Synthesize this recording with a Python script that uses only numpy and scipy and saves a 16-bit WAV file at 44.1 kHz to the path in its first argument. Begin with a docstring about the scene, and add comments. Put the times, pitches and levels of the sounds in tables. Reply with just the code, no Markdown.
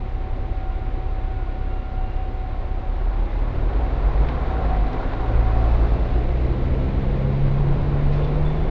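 """On board a diesel bus at city traffic lights: it idles with a thin gear whine, then pulls away and the revs climb.
Sines at multiples of the firing rate make the exhaust, whine and panel buzz; shaped noise makes knocks and roar.
A vehicle alongside, a gliding sine, revs twice and moves off; the body shudders and booms in low noise.
Bursts of noise make rattling trim, ticking fittings and a soft puff; street and tyre noise swells past.
Wavering sines make a street note, squeals, whines and engine hums, and the chirps of a brake near the end."""
import sys
import numpy as np
from scipy import signal
from scipy.fft import rfft, irfft, next_fast_len
from scipy.io import wavfile
from scipy.ndimage import map_coordinates

SR = 44100
rng = np.random.default_rng(int(sys.argv[2]) if len(sys.argv) > 2 else 0)


def unload_wav(signal):
    """Save mono or channel-first audio to the path in sys.argv[1] as 16-bit WAV at rate SR, clipped to [-1, 1]."""
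    wavfile.write(
        sys.argv[1],
        SR,
        np.round(np.clip(np.atleast_2d(signal).T, -1, 1) * 32767).astype(np.int16),
    )


N = 383669  # length in samples


def amp(db):
    """Decibels to gain."""
    return 10 ** (np.asarray(db) / 20)


def unit(x):
    """Scaled to rms 1."""
    return x / np.sqrt(np.mean(x ** 2) + 1e-20)


def curves(rows):
    """One value per sample for each column after the time, in straight lines between the rows."""
    s, *columns = np.transpose(rows)
    return [np.interp(np.arange(N) / SR, s, column) for column in columns]


def wobble(rate):
    """A smooth random curve, with rate random points a second."""
    points = rng.standard_normal(int(N * rate / SR) + 4)
    return map_coordinates(points, [np.arange(N) * rate / SR])


def ramp(s, length):
    """A straight rise from 0 to 1 that starts at time s."""
    return np.clip((np.arange(N) / SR - s) / length, 0, 1)


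def bump(s, width):
    """A bell of height 1 around time s."""
    return np.exp(-((np.arange(N) / SR - s) / width) ** 2)


def fade(s, t60, attack):
    """A quick rise at time s and an exponential decay, by 60 dB in t60 seconds."""
    t = np.maximum(np.arange(N) / SR - s, 0)
    return (1 - np.exp(-t / attack)) * np.exp(-np.log(1000) * t / t60)


def lift(hz, modes):
    """Decibels that a note gains (or loses) near resonances."""
    return sum(db / (1 + ((hz - centre) / width) ** 2) for centre, width, db in modes)


def coloured(x, points):
    """x through a filter drawn by (Hz, dB) points on a log pitch axis."""
    m = next_fast_len(N + SR // 2)
    f, db = np.transpose(points)
    hz = np.fft.rfftfreq(m, 1 / SR)
    gain = amp(np.interp(np.log(hz + 1), np.log(f), db, left=-120, right=-120))
    return irfft(rfft(x, m) * gain, m)[:N]


def rush(points):
    """Noise of rms 1 whose spectrum has the given shape."""
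    return unit(coloured(rng.standard_normal(N), points))


def tone(hz):
    """A sine of rms 1 that follows a pitch curve."""
    return np.sqrt(2) * np.sin(2 * np.pi * (np.cumsum(hz) / SR + rng.random()))


# The first four multiples of the firing rate, before resonances and surges.
# Each row: level in dB at idle, level in dB under load, dB added by the pull from rest.
FIRING_ORDERS = [(-27, -33.5, 0.5), (-34.5, -35.5, -2.5), (-39.5, -50, 3), (-57.5, -60.5, 1.5)]
# Weak notes from unequal cylinders, before the body's lift.
# Each row: multiple of the firing rate, level in dB at idle, level in dB under load.
UNEVEN_ORDERS = [(1 / 3, -42, -38), (1 / 2, -48, -35), (2 / 3, -53, -46), (5 / 6, -48, -48),
                 (3 / 2, -37.5, -44), (5 / 3, -45, -50), (7 / 3, -57, -47), (5 / 2, -44, -48),
                 (10 / 3, -46.5, -54), (7 / 2, -47.5, -54)]
# Air resonances and a null of the cabin. 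Each row: pitch in Hz, half width in Hz, lift in dB.
CABIN_MODES = [(44.3, 3.8, 8), (56.84, 2.1, 15), (83, 4, -3), (112.1, 3.8, 7), (126.4, 4.2, 5.5),
               (138.36, 3.95, 13), (150.3, 3.2, 10), (178, 6, 5.5), (200.6, 11, 16)]
# The body sways with a weak note near its own. Each row: pitch in Hz, half width in Hz, lift in dB.
BODY_MODE = [(25, 7.8, 9.5)]
# The exhaust note surges and slackens. Each row: middle in seconds, half length in seconds, change in dB.
SURGES = [(3.599, 0.093, 7), (4.094, 0.092, 4), (4.303, 0.14, -4.5), (5.027, 0.11, -4), (5.368, 0.098, 3),
          (7.801, 0.067, -6.5), (8.138, 0.18, 5), (8.71, 0.049, -10.5)]
PULL_S, PULL_WIDTH_S = 4.29, 0.51  # the engine labours hardest as it pulls from rest
CRANK_JITTER_RAD = .08


def exhaust(firing, load):
    """Low firing orders throb as they cross cabin resonances; unequal cylinders add orders between them."""
    crank = 2 * np.pi * np.cumsum(firing) / SR + CRANK_JITTER_RAD * wobble(22)
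    surge_db = sum(db * bump(s, width) for s, width, db in SURGES)
    pull = bump(PULL_S, PULL_WIDTH_S)
    out = np.zeros(N)
    for k, (idle_db, load_db, pull_db) in enumerate(FIRING_ORDERS, 1):
        level_db = idle_db + load * (load_db - idle_db) + pull * pull_db
        level_db = level_db + lift(k * firing, CABIN_MODES) + surge_db + .6 * wobble(14)
        out += amp(level_db) * np.sqrt(2) * np.cos(k * crank)
    for order, idle_db, load_db in UNEVEN_ORDERS:
        level_db = idle_db + load * (load_db - idle_db) + lift(order * firing, BODY_MODE)
        out += amp(level_db + 3.8 * wobble(8)) * tone(order * firing)
    return out


# Ring of the engine block under each firing. Each row: pitch in Hz, relative level in dB.
BLOCK_RING = [(120, -38), (220, -2.5), (265, 1.5), (300, -2.5), (350, 0.5), (500, -2), (750, -18.5),
              (1200, -13.5), (3000, -41)]


def block(firing, roar_db, load, scatter_db=3.5, cylinder_db=3, count=6):
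    """Each firing knocks the block; strength follows a pattern over six firings, plus random scatter."""
    at = np.flatnonzero(np.diff(np.floor(np.cumsum(firing) / SR)))
    cylinder = np.cos(2 * np.pi * np.arange(len(at)) / count)
    strength_db = cylinder_db * cylinder + scatter_db * rng.standard_normal(len(at))
    knocks = np.zeros(N)
    knocks[at] = amp(strength_db) / np.sqrt(firing[at])
    # the cabin smears every knock over some tens of milliseconds
    t = np.arange(SR // 4) / SR
    smear = rng.standard_normal(len(t)) * np.exp(-t / 0.024)
    ring = signal.fftconvolve(knocks, smear)[:N]
    return amp(roar_db - 10.5 + 0.5 * load) * unit(coloured(ring, BLOCK_RING))


# Combustion roar at idle. Each row: pitch in Hz, relative level in dB per Hz.
ROAR_IDLE = [(70, -27), (120, 1.5), (160, -1.5), (260, -1.5), (300, -4.5), (345, 2), (450, -5), (560, -3),
             (700, -14), (900, -21.5), (1400, -28)]
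# Combustion roar under load. Each row: pitch in Hz, relative level in dB per Hz.
ROAR_LOAD = [(70, -19.5), (130, 1.5), (200, -1.5), (260, 2.5), (300, -3), (345, 1), (440, -1.5),
             (520, -2.5), (700, -10), (900, -14), (1400, -34.5)]
# Valve clatter and hiss. Each row: pitch in Hz, relative level in dB per Hz.
HISS = [(900, -28.5), (1500, -0.5), (2100, 3), (2600, -1.5), (3200, -6), (3800, -6.5), (4500, -13),
        (5500, -22), (7000, -28.5), (8000, -38), (10000, -49.5)]


def roar(firing, load, roar_db, hiss_db):
    """Combustion roar and valve clatter pulse with the firings; the roar deepens under load."""
    beat = np.cos(2 * np.pi * np.cumsum(firing) / SR)
    body = np.sqrt(1 - load) * rush(ROAR_IDLE) + np.sqrt(load) * rush(ROAR_LOAD)
    low = amp(roar_db + 0.7 * wobble(9)) * (1 + 0.04 * beat) * body
    high = amp(hiss_db + 0.26 * wobble(12)) * (1 + 0.085 * beat) * rush(HISS)
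    return low + high


# Shudder of the body on its springs. Each row: pitch in Hz, relative level in dB per Hz.
SHUDDER = [(8, -21), (16, -6.5), (24, -2), (36, -9.5), (55, -9.5), (110, -23.5), (200, -69.5)]
# Boom of the cabin air. Each row: pitch in Hz, relative level in dB per Hz.
CABIN_BOOM = [(25, -29.5), (42, -10), (52, 6), (60, -8.5), (68, -8.5), (85, -6), (115, -15.5), (150, -29.5),
              (250, -51.5)]
# The body takes a jolt. Each row: start in seconds, level in dB, time to die by 60 dB in seconds.
JOLTS = [(4.2, -35, 1.97), (5.3, -18.5, 1.6), (8.019, -22.5, 2.5)]
# The boom swells near this firing rate. Each row: firing rate in Hz, half width in Hz, lift in dB.
BOOM_SWELL = [(67, 8.1, 6)]
SHUDDER_DB, SHUDDER_REVS_DB = -34.5, 8.5  # at the lowest revs, added at the highest
BOOM_DB, BOOM_REVS_DB = -39, 9.5  # likewise, before the swell


def bodywork(firing):
    """The body shudders on its springs and the cabin air booms, both more as the revs climb."""
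    revs = (firing - firing.min()) / np.ptp(firing)
    jolts = sum(amp(db) * fade(s, t60, attack=.02) for s, db, t60 in JOLTS)
    shudder = amp(SHUDDER_DB + SHUDDER_REVS_DB * revs) + jolts
    boom_db = BOOM_DB + BOOM_REVS_DB * revs + lift(firing, BOOM_SWELL)
    return shudder * rush(SHUDDER) + amp(boom_db) * rush(CABIN_BOOM)


# Cabin panels that ring with the higher firing orders. Each row: pitch in Hz, relative level in dB.
PANELS = [(130, -10.5), (165, -15), (200, -6), (225, -9.5), (258, -2), (280, -5.5), (305, -22), (328, -14),
          (352, -9), (395, -10), (440, -5.5), (490, -13.5), (535, -6), (580, -9), (660, -13.5), (800, -17)]
PANEL_FLUTTER = .002  # as a share of the pitch


def panels(firing, roar_db, order=4, count=9):
    """Higher firing orders flare up raggedly as they cross the panel resonances."""
    buzz = np.zeros(N)
    for k in range(order, order + count):
        hz = k * firing * (1 + PANEL_FLUTTER * wobble(40))
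        buzz += amp(2.5 * wobble(12)) * tone(hz)
    return amp(roar_db - 10) * coloured(buzz, PANELS)


# The gear whine dies away as the bus starts to roll. Each row: time in seconds, level in dB before its waver.
WHINE = [(0, -46), (0.95, -42), (1.4, -44.5), (1.85, -42.5), (2.2, -39), (2.55, -44.5), (2.85, -42.5),
         (3.02, -50), (3.13, -45), (3.23, -49), (3.37, -40.5), (3.46, -54), (4, -75)]
WHINE_WAVER_DB, WHINE_GRIT_DB = 1.4, 1.3  # slow and fast random changes in level


def gear_whine(firing, load, order=23):
    """A gear sings at a fixed multiple of the firing rate; it wavers, and breaks up as it takes the load."""
    whine_db, = curves(WHINE)
    waver_db = WHINE_WAVER_DB * wobble(15) + WHINE_GRIT_DB * wobble(66)
    flutter = 0.0022 * wobble(30) + 0.015 * load * wobble(70)
    return amp(whine_db + waver_db) * tone(order * firing * (1 + flutter))


# Street noise. Each row: pitch in Hz, relative level in dB per Hz.
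STREET = [(300, -17.5), (550, -2.5), (700, 5), (860, 0), (990, -0.5), (1080, 1), (1180, -5), (1400, -5.5),
          (1600, -11), (1900, -14.5), (2800, -33.5), (3900, -28.5), (5500, -43), (7000, -52.5)]
# A wavering street note comes and goes. Each row: start in seconds, length in seconds, peak dB before waver.
DRONE = [(3.8, 0.11, -37.5), (4.05, .3, -43), (4.4, .3, -37), (4.674, 0.12, -31.5), (4.761, 0.39, -38.5),
         (5.1, .28, -38), (5.36, 0.37, -36), (5.8, 0.41, -45), (6.104, 0.11, -42)]
GRAIN_DB = 0.94  # coarse grain of the traffic when it is close


def street(street_db, traffic):
    """Traffic noise swells past, coarser when close, with a wavering note in it."""
    swells = sum(amp(db) * np.sin(np.pi * ramp(s, length)) for s, length, db in DRONE)
    drone = swells * amp(1.3 * wobble(30)) * tone(756 + 5 * wobble(60))
    grain_db = GRAIN_DB * traffic * wobble(140)
    return drone + amp(street_db + 0.55 * wobble(7) + grain_db) * rush(STREET)


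# Squeals, whines and engine hums, before flutter. Each row: start in seconds, length in seconds,
# start pitch in Hz, end pitch in Hz, peak level in dB.
SQUEALS_AND_HUMS = [(0.5, 0.44, 1410, 1414, -53.5), (1.093, 0.65, 1440, 1443, -55.5),
                    (1.603, 0.55, 1365, 1423, -53), (2.2, 0.4, 1415, 1413, -58.5),
                    (1.635, 0.26, 2745, 2800, -62), (1.932, 0.38, 2800, 2770, -60),
                    (3.683, 0.37, 258, 289.4, -46.5), (4.582, 0.33, 691, 722, -41.5),
                    (4.85, .85, 1415, 1414, -52), (5.201, 1.1, 2423, 2806, -59),
                    (5.697, 0.357, 695, 671, -42), (5.75, .5, 256, 257.1, -42), (6.071, .36, 725, 684, -44),
                    (6.101, 0.32, 349, 347, -38.5), (6.17, 0.22, 526, 513, -40),
                    (6.5, 0.52, 1345, 1320, -54), (6.55, 0.598, 250, 268.5, -38.5),
                    (7.05, .35, 500, 505, -42.5), (7.49, .42, 159.7, 175.4, -33.5),
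                    (7.531, 0.538, 344.5, 324, -39), (7.62, .5, 278, 281.5, -41),
                    (8.021, 0.48, 448, 498, -38.5), (8.296, 0.396, 348, 388.5, -40.5)]


def squeals_and_hums():
    """Squeals, whines and engine hums swell, glide and flutter: sines that bend from one pitch to another."""
    out = np.zeros(N)
    flutter, swell_db = 1 + .006 * wobble(70), 1.5 * wobble(32)
    for s, length, start_hz, end_hz, db in SQUEALS_AND_HUMS:
        u = ramp(s, length)
        hz = (start_hz + u * (end_hz - start_hz)) * flutter
        arch = 2 * np.sqrt(u * (1 - u))
        out += amp(db + swell_db) * arch * tone(hz)
    return out


# Ticks of loose fittings, and one longer soft puff. Each row: start in seconds, level in dB before the fade,
# time to die by 60 dB in seconds, brightness in dB per octave.
TICKS_AND_PUFF = [(2.164, -48, .03, 7.5), (4.287, -31.5, 0.04, -4), (4.296, -41, .03, -4),
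                  (4.931, -40.5, 0.02, 8), (6.739, -45, 0.05, -2), (8.125, -45, 0.8, 0.5),
                  (8.244, -42.5, 0.046, 3.5)]
# Their sound before it is made duller or brighter. Each row: pitch in Hz, relative level in dB.
FITTING = [(400, -13.5), (1400, 1.5), (2600, 2), (3900, -6.5), (5500, -14.5), (8000, -40.5), (10000, -59)]
TILT_PIVOT_HZ = 2500  # the pitch that brightness leaves alone


def fittings():
    """Loose fittings tick in short bursts of noise, dull or bright; one longer soft puff comes near the end."""
    out = np.zeros(N)
    for s, db, t60, tilt in TICKS_AND_PUFF:
        tilted = [(hz, level + tilt * np.log2(hz / TILT_PIVOT_HZ)) for hz, level in FITTING]
        out += amp(db) * fade(s, t60, attack=0.0003) * rush(tilted)
    return out


# Exhaust of the vehicle alongside. Each row: time in seconds, firing rate in Hz, level in dB before wobble.
NEIGHBOUR = [(2.7, 36.67, -51), (2.98, 39.9, -22), (3.6, 41.24, -24.5), (3.77, 52.5, -20.5),
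             (3.92, 65.3, -28), (4.1, 51.6, -29), (4.22, 52.9, -18.5), (4.36, 63.14, -26.5),
             (4.53, 64.5, -26.5), (4.8, 47.2, -20.5), (5.02, 40.5, -32.5), (5.45, 37.75, -33),
             (5.7, 44.15, -27), (6.02, 50.34, -20.5), (6.26, 57.03, -22), (6.7, 70.2, -26.5),
             (7, 76.9, -28.5), (7.4, 80, -54)]


def neighbour():
    """The exhaust of the vehicle alongside, one sine: two blips of the throttle, a rest, then it draws away."""
    hz, db = curves(NEIGHBOUR)
    return amp(db + wobble(11)) * tone(hz)


# Ring of the loose trim. Each row: pitch in Hz, relative level in dB.
TRIM = [(450, -14.5), (700, -0.5), (1080, 0.5), (1400, -4.5), (1900, -2.5), (2800, -16), (3900, -15.5),
        (5500, -34), (8000, -55.5)]
RATTLE_PER_S, RATTLE_SCATTER_DB = 90, 3  # average knocks a second, and their unevenness
RATTLE_DB, RATTLE_DECAY_S = -48, 0.0034  # level at the strongest moment, time constant of a knock
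RATTLE_S, RATTLE_WIDTH_S = 4.9, 1  # when it is strongest, and how wide the swell is


def rattle():
    """Loose trim chatters at random, in knocks of uneven strength, while the engine labours."""
    strength = amp(RATTLE_SCATTER_DB * np.clip(rng.standard_normal(N), -2, 1))
    hits = (rng.random(N) < RATTLE_PER_S / SR) * strength
    t = np.arange(SR // 20) / SR
    bursts = signal.fftconvolve(hits, np.exp(-t / RATTLE_DECAY_S))[:N] * rng.standard_normal(N)
    return amp(RATTLE_DB) * bump(RATTLE_S, RATTLE_WIDTH_S) * unit(coloured(bursts, TRIM))


# Hiss of passing tyres. Each row: pitch in Hz, relative level in dB per Hz.
TYRE_HISS = [(2500, -20), (3600, 2.5), (4400, -1), (5600, -12.5), (7500, -23), (9000, -45)]
TYRES_S, TYRES_WIDTH_S, TYRES_DB = 5.75, .4, -59  # tyres hiss past close by


def tyres():
    """A short swell of tyre hiss, made of noise."""
    return amp(TYRES_DB) * bump(TYRES_S, TYRES_WIDTH_S) * rush(TYRE_HISS)


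# Brake chirps. Each row: start in seconds, strength in dB before the fade and the disc,
# time to die by 60 dB in seconds.
CHIRPS = [(8.135, -58, 0.3), (8.172, -57, .12), (8.228, -53, 0.28), (8.449, -46.5, 0.27), (8.497, -61, .2),
          (8.56, -61, 0.34), (8.612, -62, 0.6)]
# Notes of the brake disc. Each row: pitch in Hz before it trembles, relative level in dB.
DISC = [(3455, -0.5), (3531, -2), (7574, -26)]


def brake():
    """A brake pad catches a few times and rings its disc, whose notes tremble in pitch."""
    grip = sum(amp(db) * fade(s, t60, attack=0.0037) for s, db, t60 in CHIRPS)
    return grip * sum(amp(db) * tone(hz + 11 * wobble(200)) for hz, db in DISC)


# The engine idles, then climbs. Each row: time in seconds, firing rate in Hz.
ENGINE_SPEED = [(0, 32.9), (2.55, 32.66), (3.05, 32.8), (3.38, 36.4), (3.6, 38.3), (4, 43.3), (4.5, 48.4),
                (5.25, 54), (6, 58.9), (6.8, 65.1), (7.25, 67.9), (7.75, 69.5), (8.1, 71.6), (8.7, 77.5)]
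IDLE_HZ, FULL_LOAD_HZ = 33, 67  # firing rates where the load starts and is full
LOAD_POWER = .45  # the load comes in early in the climb
THROTTLE_S, THROTTLE_RISE_S = 2.63, 1.67  # the throttle starts to open, and takes this long
ROAR_DB, ROAR_THROTTLE_DB, ROAR_LOAD_DB = -40, 5, 3  # at idle, added by full throttle, added by full load
HISS_DB, HISS_THROTTLE_DB = -52, 5  # clatter and hiss: at idle, added by full throttle
STREET_DB, STREET_THROTTLE_DB = -44.5, 3  # the street: at rest, added on the move
TRAFFIC_S, TRAFFIC_RISE_S, TRAFFIC_HOLD_S, TRAFFIC_FALL_S = 2.31, 2.02, 1.5, 0.42  # traffic swells past
TRAFFIC_DB, TRAFFIC_HISS_DB = 6.5, -0.2  # what it adds to the street and to the hiss
ONCOMING_S, ONCOMING_WIDTH_S, ONCOMING_DB = 8.3, 0.74, 3.5  # a bus comes the other way


def scene():
    """Engine, bodywork and street as heard from a seat; throttle and load set the levels."""
    firing, = curves(ENGINE_SPEED)
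    load = np.clip((firing - IDLE_HZ) / (FULL_LOAD_HZ - IDLE_HZ), 0, 1) ** LOAD_POWER
    throttle = ramp(THROTTLE_S, THROTTLE_RISE_S)
    leaving_s = TRAFFIC_S + TRAFFIC_RISE_S + TRAFFIC_HOLD_S
    traffic = ramp(TRAFFIC_S, TRAFFIC_RISE_S) - ramp(leaving_s, TRAFFIC_FALL_S)
    oncoming = bump(ONCOMING_S, ONCOMING_WIDTH_S)
    roar_db = ROAR_DB + ROAR_THROTTLE_DB * throttle + ROAR_LOAD_DB * load
    hiss_db = HISS_DB + HISS_THROTTLE_DB * throttle + TRAFFIC_HISS_DB * traffic
    street_db = STREET_DB + STREET_THROTTLE_DB * throttle + TRAFFIC_DB * traffic + ONCOMING_DB * oncoming
    bass = exhaust(firing, load) + bodywork(firing) + neighbour()
    engine = block(firing, roar_db, load) + roar(firing, load, roar_db, hiss_db) + gear_whine(firing, load)
    cabin = panels(firing, roar_db) + fittings() + rattle()
    others = street(street_db, traffic) + tyres() + squeals_and_hums() + brake()
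    return (bass + engine + cabin + others)[None]


TOP_HZ = 9600


def record(dry):
    """Softens the very start and end, and keeps nothing from TOP_HZ up."""
    m = next_fast_len(N + SR // 2)
    gate = signal.windows.tukey(N, .001)
    kept = np.fft.rfftfreq(m, 1 / SR) < TOP_HZ
    return irfft(rfft(dry * gate, m) * kept, m)[:, :N]


dry = scene()
out = record(dry)
unload_wav(out)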